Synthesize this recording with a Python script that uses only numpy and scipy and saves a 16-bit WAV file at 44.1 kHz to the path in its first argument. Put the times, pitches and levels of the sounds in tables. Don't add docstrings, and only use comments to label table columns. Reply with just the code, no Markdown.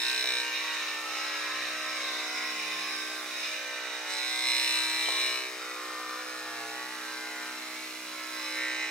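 import sys
import numpy as np
from scipy import signal
from scipy.fft import rfft, irfft, next_fast_len
from scipy.io import wavfile
from scipy.ndimage import uniform_filter1d

SR = 44100
rng = np.random.default_rng(int(sys.argv[2]) if len(sys.argv) > 2 else 0)


def inscribe(sig):
    pcm = np.round(np.clip(np.atleast_2d(sig).T, -1, 1) * 32767)
    wavfile.write(sys.argv[1], SR, pcm.astype(np.int16))


N = 392490
TIME = np.arange(N) / SR


def amp(db):
    return 10 ** (np.asarray(db) / 20)


def unit_level(x):
    return x / np.sqrt(np.mean(x ** 2) + 1e-20)


def steadied(x, span_s=.12):
    size = round(span_s * SR)
    power = uniform_filter1d(uniform_filter1d((x ** 2).mean(0), size), size)
    return x / np.sqrt(power + 1e-12)


def at_pitch(points, hz):
    pitch_hz, value = np.transpose(points)
    return np.interp(np.log(hz + 1), np.log(pitch_hz + 1), value)


def curves(rows):
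    time_s, *columns = np.transpose(rows)
    return [np.interp(TIME, time_s, column) for column in columns]


def drift(rate_hz):
    t = TIME[::256]
    rates = np.geomspace(rate_hz / 10, rate_hz, 20)
    waves = sum(np.sin(2 * np.pi * (hz * t + rng.random())) / np.sqrt(hz) for hz in rates)
    return np.interp(TIME, t, unit_level(waves))


def add(mix, start, sound):
    part = mix[:, start:start + sound.shape[1]]
    part += sound[:, :part.shape[1]]


def colour(x, spectrum, size=4096):
    log_gain = np.log(amp(at_pitch(spectrum, abs(np.fft.fftfreq(size, 1 / SR)))))
    ring = np.fft.ifft(np.exp(np.conj(signal.hilbert(log_gain)))).real[:size // 2]
    return steadied(signal.oaconvolve(x, ring[None], axes=1)[:, :N])


def resonance(x, pitch_hz, width_hz, flutter_db=1.0):
    hz = np.geomspace(100, 16000, 500)
    gain_db = -20 * np.log10(np.minimum(1 + (2 * (hz - pitch_hz) / width_hz) ** 2, 1e3))
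    return colour(x, np.transpose([hz, gain_db])) * amp(flutter_db * drift(8))


def tone(turns, harmonic):
    return np.sqrt(2) * np.sin(np.float32(2 * np.pi * (round(harmonic) * turns + rng.random())))


def chord(turns, harmonics, waver_db):
    gains = [amp(db + waver_db * drift(3.5)) for _, db in harmonics]
    tones = [amp(1.3 * drift(12)) * tone(turns, harmonic) for harmonic, _ in harmonics]
    return sum(g * x for g, x in zip(gains, tones)) / np.sqrt(sum(g * g for g in gains))


# pitch_hz, level_db
AIR_COLOUR = [(20, -19), (60, -25), (95, -31), (140, 5), (230, 22), (450, 25), (800, 18.5), (2000, -69),
              (15000, -62)]

def air(level_db=-66):
    shared, apart = rng.standard_normal(N), rng.standard_normal((2, N))
    return amp(level_db) * colour(shared + 0.34 * apart, AIR_COLOUR)


# pitch_hz, fade_s
ECHO_FADE = [(250, 0.077), (1000, 0.88), (4000, 0.17), (12000, 0.027)]
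# pitch_hz, likeness
ECHO_LIKENESS = [(200, 0.71), (500, 0.11), (1000, 1), (2000, 0.92), (4000, 0.1), (12000, 0.67)]
# pitch_hz, lead_radians
LEFT_LEAD = [(100, 1.05), (500, 0.27), (1000, 3), (2000, 1.4), (4000, 1.59), (8000, 1.4), (15000, 1.46)]

def room(wet_db, size=10000, direct_size=64):
    hz, t, noise = signal.stft(rng.standard_normal((2, size)), SR, nperseg=256)
    alike = np.clip(at_pitch(ECHO_LIKENESS, hz), -1, 1)[:, None]
    noise[1] = alike * noise[0] + np.sqrt(1 - alike ** 2) * noise[1]
    fade = amp(-60 * t / at_pitch(ECHO_FADE, hz)[:, None])
    echo = signal.istft(noise * fade, SR, nperseg=256)[1]
    echo *= np.minimum(np.arange(echo.shape[1]) / SR / 0.0062, 1)
    path = amp(wet_db) * echo / np.linalg.norm(echo[0])
    lead = at_pitch(LEFT_LEAD, np.fft.rfftfreq(direct_size, 1 / SR))
    path[0, direct_size // 2] += 1
    path[1, :direct_size] += np.roll(irfft(np.exp(-1j * lead)), direct_size // 2)
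    return path


def carried(x, wet_db, steps):
    out, hop = np.zeros((2, N)), N // steps + 1
    for spot in range(steps + 1):
        at = np.arange(max((spot - 1) * hop, 0), min((spot + 1) * hop, N))
        nearness = np.cos(np.pi / 2 * (at / hop - spot))
        add(out, at[0], signal.fftconvolve((x[at] * nearness)[None], room(wet_db[at].mean()), axes=1))
    return out


# delay_s, sway_s, strength
CLOSE_ECHOES = [(.0019, .00022, .2), (.0037, .00035, -.2), (.0066, .0005, .18)]

def sliding_echoes(x):
    out, at = x.copy(), np.arange(N)
    for delay_s, sway_s, strength in CLOSE_ECHOES:
        earlier = at - SR * (delay_s + sway_s * drift(1.6))
        out += strength * np.array([np.interp(earlier, at, channel) for channel in x])
    return out


# pitch_hz, level_db, fade_s
TABLE_NOTES = [(390, -12, .07), (560, -7, .05), (700, 5, .022), (840, 6, .016), (950, 3, .017),
               (1350, -8, .025)]
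# start_s, level_db
TABLE_KNOCKS = [(.244, -28), (5.085, -22), (5.146, -33)]
# start_s, level_db, pitch_hz, fade_s
HARD_TICKS = [(5.052, -30, 3100, .02)]

def table_knocks(cut_hz=380):
    out, t = np.zeros((2, N)), np.arange(SR // 5) / SR
    ring = sum(amp(db - 60 * t / fade_s) * np.sin(2 * np.pi * hz * t) for hz, db, fade_s in TABLE_NOTES)
    ring = signal.sosfilt(signal.butter(4, cut_hz, "high", fs=SR, output="sos"), ring)
    for start_s, db in TABLE_KNOCKS:
        knock = amp(db) * ring / abs(ring).max()
        add(out, round(start_s * SR), signal.fftconvolve(knock[None], room(wet_db=-11), axes=1))
    for start_s, db, hz, fade_s in HARD_TICKS:
        tick = amp(db - 60 * t / fade_s) * np.sin(2 * np.pi * hz * t) * np.minimum(t / .001, 1)
        add(out, round(start_s * SR), signal.fftconvolve(tick[None], room(wet_db=4.5), axes=1))
    return out


# start_s, end_s, load_0_to_1
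COAT_PASSES = [(.5, 4.02, .9), (5.47, 8.4, .5)]

def coat_load(bite_s=0.15, idle_load=0.1):
    load = np.full(N, idle_load)
    for start_s, end_s, depth in COAT_PASSES:
        inside_s = np.minimum(TIME - start_s, end_s - TIME)
        load += (depth - idle_load) * np.clip(.5 + inside_s / bite_s, 0, 1)
    return np.clip(load, 0, 1)


def pass_swell(swell):
    base_db, rise_db, after_s, half_width_s = swell
    nearness = sum(np.maximum(1 - abs(TIME - start_s - after_s) / half_width_s, 0)
                   for start_s, _, _ in COAT_PASSES)
    return amp(base_db + rise_db * nearness)


# base_db, rise_db, after_s, half_width_s
SECOND_HARMONIC_SWELL = (-93, 24.5, 1.15, .7)
LOW_HUM_SWELL = (-76.5, 14.5, 2, 2.5)
# harmonic, relative_db
LOW_HUM = [(1, -34), (3, -14), (4, 10.5)]
MIDDLE_HUM = [(6, 3), (7, 10), (8, 8.5)]
UPPER_HUM = [(9, 7.2), (10, 9.3), (11, 3.8), (12, 2.1)]
# time_s, fifth_harmonic_db, middle_db, upper_db
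HUM_LEVELS = [(0.0, -54, -57, -58), (0.3, -56, -50, -51.5), (0.96, -55.5, -61, -56.5),
              (1.53, -54, -56.5, -49.5), (2.2, -53.5, -55, -47.5), (3.1, -53, -57, -55.5),
              (3.47, -56.5, -58, -50.5), (3.75, -59.5, -52, -48.5), (4.35, -54, -59, -52),
              (4.88, -50, -59, -52), (5.13, -51.5, -51, -49), (5.48, -58, -50.5, -51.5),
              (5.87, -53.5, -51, -55), (8.18, -53, -62, -55.5), (8.63, -48, -53, -53),
              (8.9, -51.5, -57, -57)]

def motor_hum(turns, upper_trim_db=-2):
    fifth_db, middle_db, upper_db = curves(HUM_LEVELS)
    out = pass_swell(SECOND_HARMONIC_SWELL) * tone(turns, harmonic=2)
    out += amp(fifth_db) * tone(turns, harmonic=5)
    out += pass_swell(LOW_HUM_SWELL) * chord(turns, LOW_HUM, waver_db=10.0)
    out += amp(middle_db) * chord(turns, MIDDLE_HUM, waver_db=4)
    out += amp(upper_db + upper_trim_db) * chord(turns, UPPER_HUM, waver_db=4)
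    return out * amp([[.15], [-.15]])


def strokes(turns, blows, back, jitter_s, uneven_db, scrape, scrape_turns, rub, slack_s=0):
    clicks, scrape_power, nearby = np.zeros(N), np.zeros(N), np.arange(-8, 9)
    for k, (share, strength) in enumerate(blows):
        strength = strength * np.ones(N) * (back if k else 1)
        hit_s = np.interp(np.arange(int(turns[-1])) + share, turns, TIME)
        hit_s += slack_s * np.interp(hit_s, TIME, drift(9))
        late, force = rng.standard_normal((2, N // 400))[:, :len(hit_s)]
        place = (hit_s + late * np.interp(hit_s, TIME, jitter_s)) * SR
        at = place.astype(int)[:, None] + nearby
        size = np.interp(hit_s, TIME, strength) * amp(uneven_db * force)
        np.add.at(clicks, at % N, size[:, None] * np.sinc(at - place[:, None]))
        scrape_power += strength ** 2 * np.exp(-((turns - share) % 1) / scrape_turns)
    scraping = np.sqrt(scrape_power + rub) * rng.standard_normal(N)
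    return unit_level(clicks) + scrape * unit_level(scraping)


LEVER_BLOWS = [(0.01, 0.95), (0.232, 0.053), (0.51, -0.38), (0.732, -0.00063)]

def lever(turns, load):
    knocks = strokes(turns, LEVER_BLOWS, back=.8, jitter_s=8e-6 + 1.8e-5 * load, uneven_db=1,
                     scrape=.2 + .38 * load, scrape_turns=.08, rub=.26)
    return carried(knocks, wet_db=2 * load - 1, steps=40)


# pitch_hz, level_db
SHELL_COLOUR = [(480, -46), (700, -7.5), (900, 0), (1100, 3), (1380, 2), (1520, -13.5), (1800, -42.5)]
NOSE_COLOUR = [(1200, -48.5), (1450, -8.5), (1570, 3), (1700, 4.5), (1850, 9.5), (1990, 1.5), (2120, -34),
               (2500, -56.5)]
WHIRR_COLOUR = [(1500, -27.5), (2500, -25), (3200, -1), (4500, 0.5), (6500, -12.5), (8000, -5),
                (11000, -27)]
# base_db, rise_db, after_s, half_width_s
SHELL_RING_SWELL = (-5.5, 1.5, .55, 1.15)
# harmonic, relative_db
SHELL_TONES = [(14, -3), (17, 1), (19, -1), (21, -5), (22, -5), (23, -4), (25, 0)]
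NOSE_TONES = [(25, 0), (27, -1), (29, -5)]
HEEL_TONES = [(31, -5), (33, 0), (35, -3), (37, -5)]
# time_s, level_db
SHELL_LEVELS = [(0.03, -39.5), (0.55, -40.5), (0.72, -37), (0.99, -36.5), (1.38, -36.5), (1.5, -36.5),
                (1.65, -38), (2.6, -38.5), (4.39, -40), (4.58, -40), (5.35, -40), (6.2, -38), (7.24, -39),
                (7.96, -42.5), (8.65, -37.5), (8.87, -38.5)]
HOLLOW_LEVELS = [(0, -51), (.6, -53), (1.1, -43.5), (1.7, -52.5), (3.2, -47.5), (4.6, -48.5), (5.0, -62),
                 (5.4, -54), (5.9, -46.5), (6.35, -46.5), (6.62, -42.5), (6.9, -48), (7.35, -45),
                 (7.9, -57.5), (8.9, -48.5)]
NOSE_LEVELS = [(0, -43), (.42, -44), (.57, -47), (.7, -41.5), (.9, -45), (1.02, -48), (1.2, -45),
               (1.5, -42), (1.75, -45), (2.2, -46.5), (2.42, -51), (2.9, -44), (3.3, -48.5), (3.7, -46.5),
               (4.15, -47), (4.35, -50), (4.6, -43), (5.1, -44.5), (5.35, -45.5), (5.6, -50), (6.3, -49),
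               (6.6, -47), (7.3, -46), (7.95, -54.5), (8.42, -48.5), (8.6, -48.5), (8.8, -51), (8.9, -46)]
HEEL_LEVELS = [(0, -44), (.45, -63), (1.8, -47), (2.45, -38), (2.9, -46), (3.3, -49), (3.9, -49),
               (4.2, -40.5), (4.45, -35.5), (4.65, -41.5), (4.85, -40), (5.15, -42), (5.6, -46), (6.4, -54),
               (6.62, -47), (7.05, -56), (7.25, -45), (7.9, -45), (8.3, -50), (8.5, -41.5), (8.6, -35),
               (8.7, -36), (8.77, -39), (8.84, -34), (8.9, -40)]
NOSE_TONE_LEVELS = [(0, -43), (.45, -44), (.55, -62), (6.4, -62), (6.8, -49), (7.35, -50), (7.7, -64),
                    (8.45, -58), (8.58, -43), (8.75, -42.5), (8.9, -49)]
WHISTLE_LEVELS = [(0, -54), (.6, -62), (1.2, -70), (4.3, -60), (4.48, -43), (4.62, -41), (4.92, -45.5),
                  (5.0, -54), (5.4, -54), (6, -64), (8.9, -73)]

def housing(turns, knocks, singing_db=-13, whirr_db=-48.5, nose_trim_db=3.5):
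    out = pass_swell(SHELL_RING_SWELL) * amp(drift(8)) * colour(knocks, SHELL_COLOUR)
    out += amp(singing_db) * chord(turns, SHELL_TONES, waver_db=2.5)
    out *= amp(curves(SHELL_LEVELS)[0])
    out += amp(curves(HOLLOW_LEVELS)[0]) * resonance(knocks, pitch_hz=850, width_hz=260)
    nose = .9 * colour(knocks, NOSE_COLOUR) + .35 * chord(turns, NOSE_TONES, waver_db=3)
    heel = .8 * resonance(knocks, pitch_hz=2080, width_hz=340)
    heel += .6 * chord(turns, HEEL_TONES, waver_db=2.5)
    out += amp(curves(NOSE_LEVELS)[0] + nose_trim_db) * nose + amp(curves(HEEL_LEVELS)[0]) * heel
    out += amp(curves(NOSE_TONE_LEVELS)[0]) * tone(turns, harmonic=29)
    out += amp(whirr_db) * colour(knocks, WHIRR_COLOUR)
    return out + amp(curves(WHISTLE_LEVELS)[0]) * tone(turns, harmonic=15)


# harmonic, relative_db
STEEL_TONES = [(58, -12), (59, -3), (60, 0), (61, 3), (62, -3), (63, -6), (64, 0), (66, -14), (84, -14),
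               (85, -9), (86, -11)]
# time_s, plate_db, ring_db
FREE_BLADE_LEVELS = [(0, -47, -36), (.41, -46, -35.5), (.48, -56, -62), (4.0, -57, -64), (4.15, -47, -43),
                     (4.25, -49, -37), (4.38, -49, -46), (4.5, -43, -34), (4.78, -42, -36), (4.9, -49, -39),
                     (5.05, -40.5, -37.5), (5.24, -38, -35), (5.4, -44, -43), (5.55, -60, -57),
                     (8.35, -60, -62), (8.62, -46, -43), (8.9, -48, -52)]

def free_blade(turns, back, lead_radians=1.6, crest_turns=.17):
    plate_db, ring_db = curves(FREE_BLADE_LEVELS)
    left_lead = np.array([[lead_radians], [0]])
    ring = np.zeros((2, N))
    for harmonic, db in STEEL_TONES:
        gain = amp(db + 1.5 * drift(9)) * (1 - back * (harmonic % 2))
        phase = 2 * np.pi * ((harmonic * (turns - crest_turns)) % 1)
        ring += gain * np.cos(np.float32(phase + left_lead))
    ring = amp(ring_db + drift(10)) * steadied(ring)
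    return ring + amp(plate_db + drift(12)) * tone(turns, harmonic=37)


def chatter(x, longest_s=.004, spacing_hz=260):
    size = next_fast_len(N + 1024)
    hz = np.fft.rfftfreq(size, 1 / SR)
    bends_hz = np.arange(0, SR / 2, spacing_hz)
    delay_s = np.interp(hz, bends_hz, longest_s * rng.random(len(bends_hz)))
    lag_cycles = np.cumsum(delay_s) * hz[1]
    return irfft(rfft(x, size) * np.exp(-2j * np.pi * lag_cycles), size)[:N]


def follow_clatter(rule, clatter_db, load, usual_db=-40):
    base_db, slope, loss_db = rule
    return amp(base_db + slope * (clatter_db - usual_db) - loss_db * load)


BLADE_BLOWS = [(0.039, 0.3), (0.287, 0.34), (0.539, 0.72), (0.779, 0.11)]
# pitch_hz, level_db
PLATE_COLOUR = [(1700, -41.5), (2050, -8), (2220, -7.5), (2350, -4), (2500, -5.5), (2700, -6.5), (2950, -7),
                (3200, -19.5), (3800, -37.5)]
RING_COLOUR = [(2700, -45), (3250, -20), (3560, -12), (3680, -3), (3800, 0), (3920, -.5), (4060, -5),
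               (4650, -26), (5400, -45)]
UPPER_RING_COLOUR = [(3500, -40), (3820, -10), (3920, -2), (4040, 0), (4180, -9), (4650, -14), (5400, -40)]
TEETH_COLOUR = [(4000, -27), (4750, 0.5), (5050, -4.5), (5320, 8), (5650, 6), (6500, 2.5), (7200, -8),
                (8500, -1), (11000, -37.5)]
OVERTONE_COLOUR = [(6300, -59), (7500, 2.5), (8100, 2.5), (8450, 10), (8900, 0), (9600, -16), (11500, -7.5),
                   (14000, -37)]
HISS_COLOUR = [(4500, -30), (7000, 3), (8300, .5), (10500, 0), (12500, -3), (14000, -3), (15800, -4)]
# harmonic, relative_db
WHINE_TONES = [(31, -2), (33, -4), (35, -5), (38, -4), (40, -3), (43, -4), (46, -2), (47, -3), (48, -6)]
# time_s, plate_db, ring_db
CLATTER_LEVELS = [(0, -35.5, -33), (0.42, -34.5, -36), (0.5, -34.5, -38.5), (0.85, -36.5, -38.5),
                  (1.02, -39, -45), (1.15, -37, -39.5), (1.9, -38.5, -41.5), (2.12, -39.5, -37),
                  (2.3, -39.5, -41.5), (2.9, -37, -41), (3.3, -43.5, -45), (3.45, -37, -38.5),
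                  (3.62, -40, -45), (4.05, -40.5, -43.5), (4.11, -40, -37.5), (4.24, -38, -39.5),
                  (4.38, -39, -35.5), (4.5, -33, -32), (4.8, -33, -32.5), (4.92, -35, -34),
                  (5.28, -33.5, -35), (5.42, -38, -41), (5.52, -45.5, -49.5), (8.3, -44.5, -48.5),
                  (8.42, -41, -42), (8.6, -39, -44.5), (8.9, -36.5, -43)]
# time_s, share_0_to_1
UPPER_RING_SHARE = [(0, .3), (.8, .33), (1.3, .4), (2.1, .2), (4.3, .25), (4.6, .35), (5.4, .35), (7, .55),
                    (8.6, .62)]
# time_s, level_db
SIZZLE_LEVELS = [(0, -37.5), (.47, -46.5), (1.01, -48), (1.15, -43.5), (1.35, -41), (1.68, -50),
                 (1.9, -42.5), (2.25, -44.5), (2.37, -39), (2.55, -43), (2.9, -41), (3.28, -51),
                 (3.45, -41), (3.62, -55), (4.05, -56), (4.13, -43), (4.3, -47), (4.48, -37), (4.8, -40.5),
                 (5.05, -47), (5.3, -44), (5.5, -53.5), (8.25, -53.5), (8.45, -46.5), (8.9, -51)]
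RASP_LEVELS = [(.5, -65), (.8, -57), (1.5, -52), (1.7, -61), (5.5, -55), (5.65, -43.5), (6.5, -46),
               (6.9, -54), (8.9, -53)]
HISS_LEVELS = [(0.0, -54.5), (0.62, -59), (1.81, -59), (3.22, -56), (3.89, -63.5), (4.64, -53.5),
               (5.57, -59.5), (6.79, -59), (8.55, -57), (8.9, -66)]
# base_db, db_per_clatter_db, full_load_loss_db
TEETH_RULE = (-44, 0.46, -0.29)
OVERTONE_RULE = (-50, 1.26, 46)
WHINE_RULE = (-48, 0.9, 16)

def blade(turns, load, back, knocks, plate_trim_db=-2, ring_trim_db=1.7, sizzle_trim_db=1, hiss_trim_db=8):
    plate_db, ring_db = curves(CLATTER_LEVELS)
    upper = curves(UPPER_RING_SHARE)[0]
    clacks = strokes(turns, BLADE_BLOWS, back, jitter_s=1e-5 + 1.6e-5 * load, uneven_db=1.3,
                     scrape=.14 + .5 * load, scrape_turns=.15, rub=.035, slack_s=3e-5)
    sliding = strokes(turns, BLADE_BLOWS, back, jitter_s=1.2e-5 + 8e-6 * load, uneven_db=1.6,
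                      scrape=2.8, scrape_turns=.13, rub=.08)
    wet_db = 8 * load - 5.5
    clacks = carried(chatter(clacks), wet_db, steps=22)
    sliding = carried(sliding, wet_db + 9, steps=6)
    cutting = clacks + .45 * load * sliding
    plate_blows = (1.25 - back) * knocks + .7 * cutting
    out = amp(plate_db + plate_trim_db + .6 * drift(8)) * colour(plate_blows, PLATE_COLOUR)
    for share, spectrum in (1 - upper, RING_COLOUR), (upper, UPPER_RING_COLOUR):
        out += np.sqrt(share) * amp(ring_db + ring_trim_db + .5 * drift(10)) * colour(cutting, spectrum)
    sizzle = resonance(cutting, pitch_hz=5330, width_hz=620)
    rasp = resonance(knocks + .15 * sliding, pitch_hz=1400, width_hz=300)
    out += amp(curves(SIZZLE_LEVELS)[0] + sizzle_trim_db) * sizzle + amp(curves(RASP_LEVELS)[0]) * rasp
    out += follow_clatter(TEETH_RULE, ring_db, load) * colour(clacks + 0.28 * sliding, TEETH_COLOUR)
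    overtone = (0.79 + 0.68 * back) * colour(clacks + .5 * sliding, OVERTONE_COLOUR)
    out += follow_clatter(OVERTONE_RULE, ring_db, load) * overtone
    out += follow_clatter(WHINE_RULE, plate_db, load) * chord(turns, WHINE_TONES, waver_db=3.5)
    out *= amp(.4 * drift(11))
    hiss = colour(sliding + 1.6 * rng.standard_normal((2, N)), HISS_COLOUR)
    return out + amp(curves(HISS_LEVELS)[0] + hiss_trim_db) * hiss


# time_s, speed_hz
MOTOR_SPEED = [(0, 62.62), (0.5, 62.68), (0.75, 62.17), (1.25, 62.17), (1.5, 61.74), (1.95, 62.46),
               (2.3, 62.25), (3.7, 62.29), (3.85, 62.06), (4.2, 62.9), (5.4, 63.22), (5.75, 62.9),
               (6.6, 62.72), (6.85, 62.89), (8.9, 62.77)]
# time_s, strength_0_to_1
RETURN_STROKE = [(.4, 0.1), (.6, 0.54), (3.8, 0.46), (4.2, 0.92)]
# time_s, left_minus_right_db
BALANCE = [(0, -1.1), (1.7, -.9), (3.2, -2), (4.3, -1.9), (5.2, -.1), (6.7, -.5), (8.7, -2.3)]

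def scene(cut_hz=210):
    speed_hz, load, back = curves(MOTOR_SPEED)[0], coat_load(), curves(RETURN_STROKE)[0]
    turns = np.cumsum(speed_hz * (1 + 0.0012 * load * drift(25))) / SR
    knocks = lever(turns, load)
    clatter = sliding_echoes(housing(turns, knocks) + blade(turns, load, back, knocks))
    clatter += free_blade(turns, back)
    clatter *= amp(np.outer([.5, -.5], curves(BALANCE)[0]))
    clatter = signal.sosfilt(signal.butter(4, cut_hz, "high", fs=SR, output="sos"), clatter)
    return motor_hum(turns) + clatter + table_knocks() + air()


def record(dry, top_hz=15800):
    low_pass = signal.firwin(511, top_hz, window=("kaiser", 9), fs=SR)
    return signal.oaconvolve(dry, low_pass[None], "same")


dry = scene()
out = record(dry)
inscribe(out)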